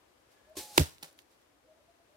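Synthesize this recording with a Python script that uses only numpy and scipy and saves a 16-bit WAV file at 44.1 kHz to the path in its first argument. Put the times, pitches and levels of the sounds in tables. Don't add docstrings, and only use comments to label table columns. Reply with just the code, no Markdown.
import sys
import numpy as np
from scipy import signal
from scipy.fft import rfft, irfft, next_fast_len
from scipy.io import wavfile
from scipy.ndimage import map_coordinates

SR = 44100
rng = np.random.default_rng(int(sys.argv[2]) if len(sys.argv) > 2 else 0)


def persist_wave(psi):
    counts = np.round(np.clip(psi, -1, 1) * 32767).astype(np.int16)
    wavfile.write(sys.argv[1], SR, np.atleast_2d(counts).T)


def ratio_of_db(decibels):
    return 10 ** (np.asarray(decibels, float) / 20)


N = 95388
T = np.arange(N) / SR

# f/Hz, level/dB per Hz
FOREST_COLOUR = [(12, -66), (20, -36), (60, -1.5), (150, -11.5), (293, -6.5), (446, -5), (527, -3.5),
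                 (12400, -25), (16000, -32.5)]
# f/Hz, likeness
FOREST_ALIKE = [(60, 0.99), (240, 0.24), (950, -0.01), (3770, -0.077), (15000, 0.074)]
# t/s, level/dB
BREEZE = [(0, 1.5), (.4, 1.5), (1.2, 1.5), (1.6, -0.5), (2.16, 0.5)]
# f/Hz, width/Hz, level/dB
DRONE = [(67, 140, -85.5), (323, 120, -79.5)]
# t/s, level/dB
INSECT = [
    (.3, -95),
    (.37, -75.5),
    (.5, -85),
    (.56, -96),
]
# t/s, length/s
COO_TIMES = [(.46, .115), (1.67, .075), (1.745, .055), (1.79, .045), (1.865, .06), (1.93, .035),
             (1.975, .065), (2.09, .04), (2.13, .07), (1.62, .085), (1.64, .055), (1.48, .14)]
# f/Hz, level/dB, scoop from below/Hz, scoop time/s
COO_NOTES = [(655, -59, 110, .022), (655, -58, 60, .03), (662, -72, 0, .02), (605, -69, 0, .02),
             (672, -69, 0, .02), (672, -71, 0, .02), (668, -73, 10, .02), (605, -69, 0, .02),
             (630, -64, 0, .02), (540, -71, 40, .04), (310, -73, 0, .02), (300, -76, 20, .1)]
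# t/s, level/dB, rise/s, fall by 60 dB/s, left over right/dB
CRUSH = [(.783, -29, 0.00097, 0.041, -3.5), (0.797, -34.5, 0.00067, .012, -8.5),
         (.81, -36, 0.0027, 0.11, -2.5), (0.789, -34.5, 0.0057, .33, 0.5), (.9, -84.5, 0.039, 0.59, 3),
         (1.0305, -45.5, 0.0006, 0.047, -5), (1.047, -51.5, 0.0076, 0.27, -0.5),
         (1.19, -67, 0.0035, 0.17, -16.5), (.32, -67.5, 0.0088, 0.28, 2), (1.32, -70, 0.011, 0.24, -6),
         (1.42, -75.5, 0.014, .15, -5), (2.1, -79.5, 0.011, 0.096, 4.5)]
# f/Hz, level/dB per Hz
LEAF_COLOUR = [(180, -36.5), (300, -3), (801, -7), (1170, -12.5), (1390, -6.5), (2480, -10), (3950, -7),
               (12100, -13), (16000, -16)]
# f/Hz, likeness
LEAF_ALIKE = [(700, 0.93), (1400, 0.41), (2500, 0.14), (12000, .4)]
# t/s, peak level/dB, f/Hz, left over right/dB
SNAPS = [(.498, -55, 12500, -7), (.7965, -24, 7600, -10), (.8095, -32, 2300, -4), (.8105, -32, 7500, -6),
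         (.8125, -34, 7000, -4), (.8222, -35, 6000, -5), (.857, -43, 6500, -3), (.927, -55.5, 2506, -4),
         (.983, -46, 3300, -10), (.988, -52, 9000, -2), (1.0275, -32, 2600, -1), (1.0281, -34, 8500, -3),
         (1.0303, -31, 5900, -7), (1.0304, -30, 13500, -4), (1.0325, -30, 3800, -3),
         (1.0326, -33, 11000, 1), (1.0441, -36, 2000, 0), (1.0464, -43, 7900, -8), (1.051, -44, 7800, -9),
         (1.129, -51, 9500, -10), (1.179, -52, 11000, -3), (1.1897, -42, 2900, 8), (1.1898, -50, 10500, 5),
         (1.1915, -47, 2300, 9), (1.22, -53, 5990, 2), (1.315, -55, 11910, -3.5)]
DROP_TIMES = [1.0277, 1.028, 1.0447, 1.03]
# f/Hz, level/dB, fall by 60 dB/s, attack/s
DROP_TONES = [(844, -40.5, 0.018, 0.00057), (300, -46, 0.046, 0.0008), (595, -47, 0.02, 0.00033),
              (159, -52, 0.093, 0.0032)]
# f/Hz, level/dB, fall by 60 dB/s
BOW_LIMBS = [(350, 0, .04)]
# t/s, f/Hz, level/dB, fall by 60 dB/s, attack/s
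STRING = [(.5535, 630, -46, .04, .001), (.554, 1070, -56, .05, .001), (.565, 1061, -47, .13, .006),
          (.567, 80, -50, .15, .005), (.567, 194, -48, .05, .003), (.568, 1750, -55, .3, .005),
          (.575, 2180, -54, .2, .006)]
# t/s, level/dB
FLIGHT = [(.552, -85), (.556, -59), (.565, -57), (.57, -40), (.59, -40), (.62, -45.5), (.68, -53),
          (.735, -53), (.775, -44)]
# f/Hz, level/dB
FLIGHT_COLOUR = [(60, -21.5), (150, -16), (700, -14), (1300, -21), (2400, -16.5), (4200, -10.5),
                 (11000, -13.5), (16000, -21.5)]
# t/s, f/Hz, level/dB
WHISTLE = [(.575, 860, -75), (.598, 859, -55), (.66, 852, -57), (.69, 848, -55), (.765, 838, -57),
           (.778, 836, -66)]
# multiple of its pitch, level/dB, change of level/dB per s
OVERTONES = [(.6, -14, 25), (.848, -3, -45)]
# t/s, level/dB
PIERCE = [(.7755, -50), (.7768, -25), (.778, -14.5), (.7792, -22), (.781, -27), (.7825, -22), (.7845, -38)]
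# f/Hz, level/dB per Hz
RIP_COLOUR = [(400, -26), (1000, -6.5), (2500, -2), (5000, 1.5), (9000, -2.5), (13000, -1.5), (16000, -6)]
CRACK_TIMES = [.7793, .77932, .78066, .7807, .7813]
# f/Hz, level/dB, fall by 60 dB/s, attack/s
CRACKS = [(950, -2, .006, .0001), (4000, 2, .0028, .0003), (2650, 5.5, .0019, .00015),
          (7200, -6, .003, .0001), (900, -14, .008, .0001)]
RING_TIMES = [.7797, .7797, .786, .7914, .7992, .7945, .806, .797, .8095, .8072, .8103]
# f/Hz, level/dB, fall by 60 dB/s, attack/s
RING_TONES = [(340, -11, .04, .0008), (470, -24, .015, .0005), (207, -25, .08, .002),
              (149, -12, .088, .008), (282, -21, .05, .001), (80, -18, .08, .008), (420, -31, .07, .002),
              (560, -29, .04, .001), (620, -28, .04, .001), (80, -11, .07, .008), (282, -28, .05, .001)]

EAR_LAG_S = .00036


def unit(x):
    return x / np.sqrt(np.mean(x ** 2) + 1e-20)


def along(points, hz):
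    f, value = np.transpose(points)
    return np.interp(np.log(hz + 1), np.log(f + 1), value)


def level_over_time(points):
    return np.interp(T, *np.transpose(points), -150, -150)


def wobble(rate):
    return map_coordinates(rng.standard_normal(int(N * rate / SR) + 4), [T * rate])


def filtered(x, response):
    m = next_fast_len(N + 8192)
    return irfft(rfft(x, m) * response(np.fft.rfftfreq(m, 1 / SR)), m)[..., :N]


def rush(colour, alike):
    def mid_and_side(hz):
        turn = np.arccos(np.clip(along(alike, hz), -1, 1)) / 2
        return ratio_of_db(along(colour, hz)) * [np.cos(turn), np.sin(turn)]
    mid, side = filtered(rng.standard_normal((2, N)), mid_and_side)
    return unit(np.array([mid + side, mid - side]))


def hum_band(center_hz, width_hz):
    noise = rng.standard_normal(N)
    return unit(filtered(noise, lambda hz: 1 / (1 + ((hz - center_hz) / width_hz * 2) ** 2)))


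def ring(s, hz, db, t60, attack):
    t = np.maximum(T - s, 0)
    return ratio_of_db(db - 60 * t / t60) * np.sin(2 * np.pi * hz * t) * (1 - np.exp(-t / attack))


def sides(db):
    return ratio_of_db([[db / 2], [-db / 2]])


def from_right(x):
    shadow_hz, right_db = 4360, .9

    def left_and_right(hz):
        left = np.exp(-2j * np.pi * hz * EAR_LAG_S) / (1 + 1j * hz / shadow_hz)
        return np.array([left, ratio_of_db(right_db) + 0 * hz])
    return filtered(x, left_and_right)


def trees(x):
    t60_s, level_db = .35, -25.5
    tail = rng.standard_normal((2, SR // 2)) * ratio_of_db(-60 * T[:SR // 2] / t60_s)
    delayed = np.pad(x, (400, 0))[None]
    wet = signal.fftconvolve(delayed, tail / np.linalg.norm(tail[0]), axes=1)[:, :N]
    return ratio_of_db(level_db) * wet


def forest():
    air_db, insect_hz, pan_db = -68.5, 1702, 3.5
    drone = sum(ratio_of_db(db + 2.5 * wobble(12)) * hum_band(hz, width) for hz, width, db in DRONE)
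    breeze_db = np.interp(T, *np.transpose(BREEZE)) + 0.32 * wobble(7)
    air = ratio_of_db(air_db + breeze_db) * rush(FOREST_COLOUR, FOREST_ALIKE)
    insect = ratio_of_db(level_over_time(INSECT)) * hum_band(insect_hz, 66)
    return sides(pan_db) * (air + drone) + insect


def doves():
    swell, edge = 1.1, .8
    coos, drift_hz, flutter_db = 0, 14 * wobble(60), 1.8 * wobble(60.25)
    for (s, length), (hz, db, scoop_hz, scoop_s) in zip(COO_TIMES, COO_NOTES):
        u = np.clip((T - s) / length, 0, 1)
        pitch = hz - scoop_hz * np.exp(-(u * length / scoop_s) ** 0.77) + drift_hz
        shape = np.abs(np.sin(np.pi * u ** swell)) ** edge
        coos = coos + ratio_of_db(db + 1.5 + flutter_db) * shape * np.sin(2 * np.pi * np.cumsum(pitch) / SR)
    return coos * sides(1.5)


def target_drop():
    return sum(ring(s, *tone) for s, tone in zip(DROP_TIMES, DROP_TONES))


def litter():
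    target_lag = round(.0002 * SR)
    level = 0
    for s, db, rise, t60, pan in CRUSH:
        fade_db = np.where(T < s, 4.7 * (s - T) / rise, 60 * (T - s) / t60)
        level = level + sides(pan) * ratio_of_db(db - fade_db)
    grit = ratio_of_db(2 * wobble(900) + .8 * wobble(150))
    crush = level * unit(grit * rush(LEAF_COLOUR, LEAF_ALIKE))
    near, far = np.roll(crush[0], round(EAR_LAG_S * SR)), np.roll(crush[0], target_lag)
    crush[0] = np.where(T < 1, near, far)

    cycles, fray_db, fray_t60_s, low_hz = 3.5, -12, .008, 1500
    snaps, rattle = 0, 1 + 1.6 * rng.standard_normal((2, N))
    for s, db, hz, pan in SNAPS:
        snap = -ring(s, hz, db + 10, cycles / hz, 1e-5)
        fray = ring(s, hz, db + fray_db, fray_t60_s, 1e-4) * rattle
        snaps = snaps + sides(pan) * (np.array([np.roll(snap, target_lag), snap]) + fray)
    snaps = filtered(snaps, lambda hz: (1j * hz / low_hz / (1 + 1j * hz / low_hz)) ** 3)
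    return crush + snaps


def flight():
    bow_s, bow_db, attack_s = .5687, -23.5, .008
    rebound_s, rebound_db = .0115, -2
    bow = 0
    for hz, db, t60 in BOW_LIMBS:
        for k in range(3):
            knock = ring(bow_s + k * rebound_s, hz, bow_db + db + k * rebound_db, t60, attack_s)
            bow = bow + (-1) ** k * knock
    string = sum(ring(*row) for row in STRING)
    air_level = ratio_of_db(level_over_time(FLIGHT) + 0.36 * wobble(140))
    air = air_level * rush(FLIGHT_COLOUR, [(1000, 0.76), (8000, 0.43)])

    s, hz, db = np.transpose(WHISTLE)
    level, pitch = level_over_time(np.transpose([s, db])), np.interp(T, s, hz)

    def tone(multiple, db, drift_hz):
        phase = 2 * np.pi * np.cumsum(multiple * pitch + drift_hz * wobble(60)) / SR
        return ratio_of_db(level + db + 1.5 * wobble(43)) * np.sin(phase)
    whistle, since = tone(0.99, 0, 4), T - bow_s
    for multiple, db, swell_db in OVERTONES:
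        whistle = whistle + tone(multiple + .08 * since, db + swell_db * since, 12)
    return bow + string + air + sides(-1.5) * whistle


def pierce():
    return sides(-4.5) * ratio_of_db(level_over_time(PIERCE)) * rush(RIP_COLOUR, [(1000, 0.7)])


def strike():
    cracks = sum(ring(s, *tone) for s, tone in zip(CRACK_TIMES, CRACKS))
    rings = sum(ring(s, *tone) for s, tone in zip(RING_TIMES, RING_TONES))
    return rings - cracks


def scene():
    hit, coo = strike(), doves()
    background = forest() + coo + ratio_of_db(19) * trees(coo[0])
    leaves = litter() + target_drop() + pierce()
    return background + leaves + flight() + from_right(hit) + trees(hit)


def top_cut(x):
    return signal.sosfilt(signal.butter(12, 16980, fs=SR, output="sos"), x)


def record(dry):
    low_hz, top_hz = 45, 16000

    def camera(hz):
        low_cut = (1j * hz) ** 2 / ((1j * hz) ** 2 + 1.3j * hz * low_hz + low_hz ** 2)
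        return low_cut / (1 + (hz / top_hz) ** 60)
    return top_cut(filtered(dry, camera))


dry = scene()
out = record(dry)
persist_wave(out)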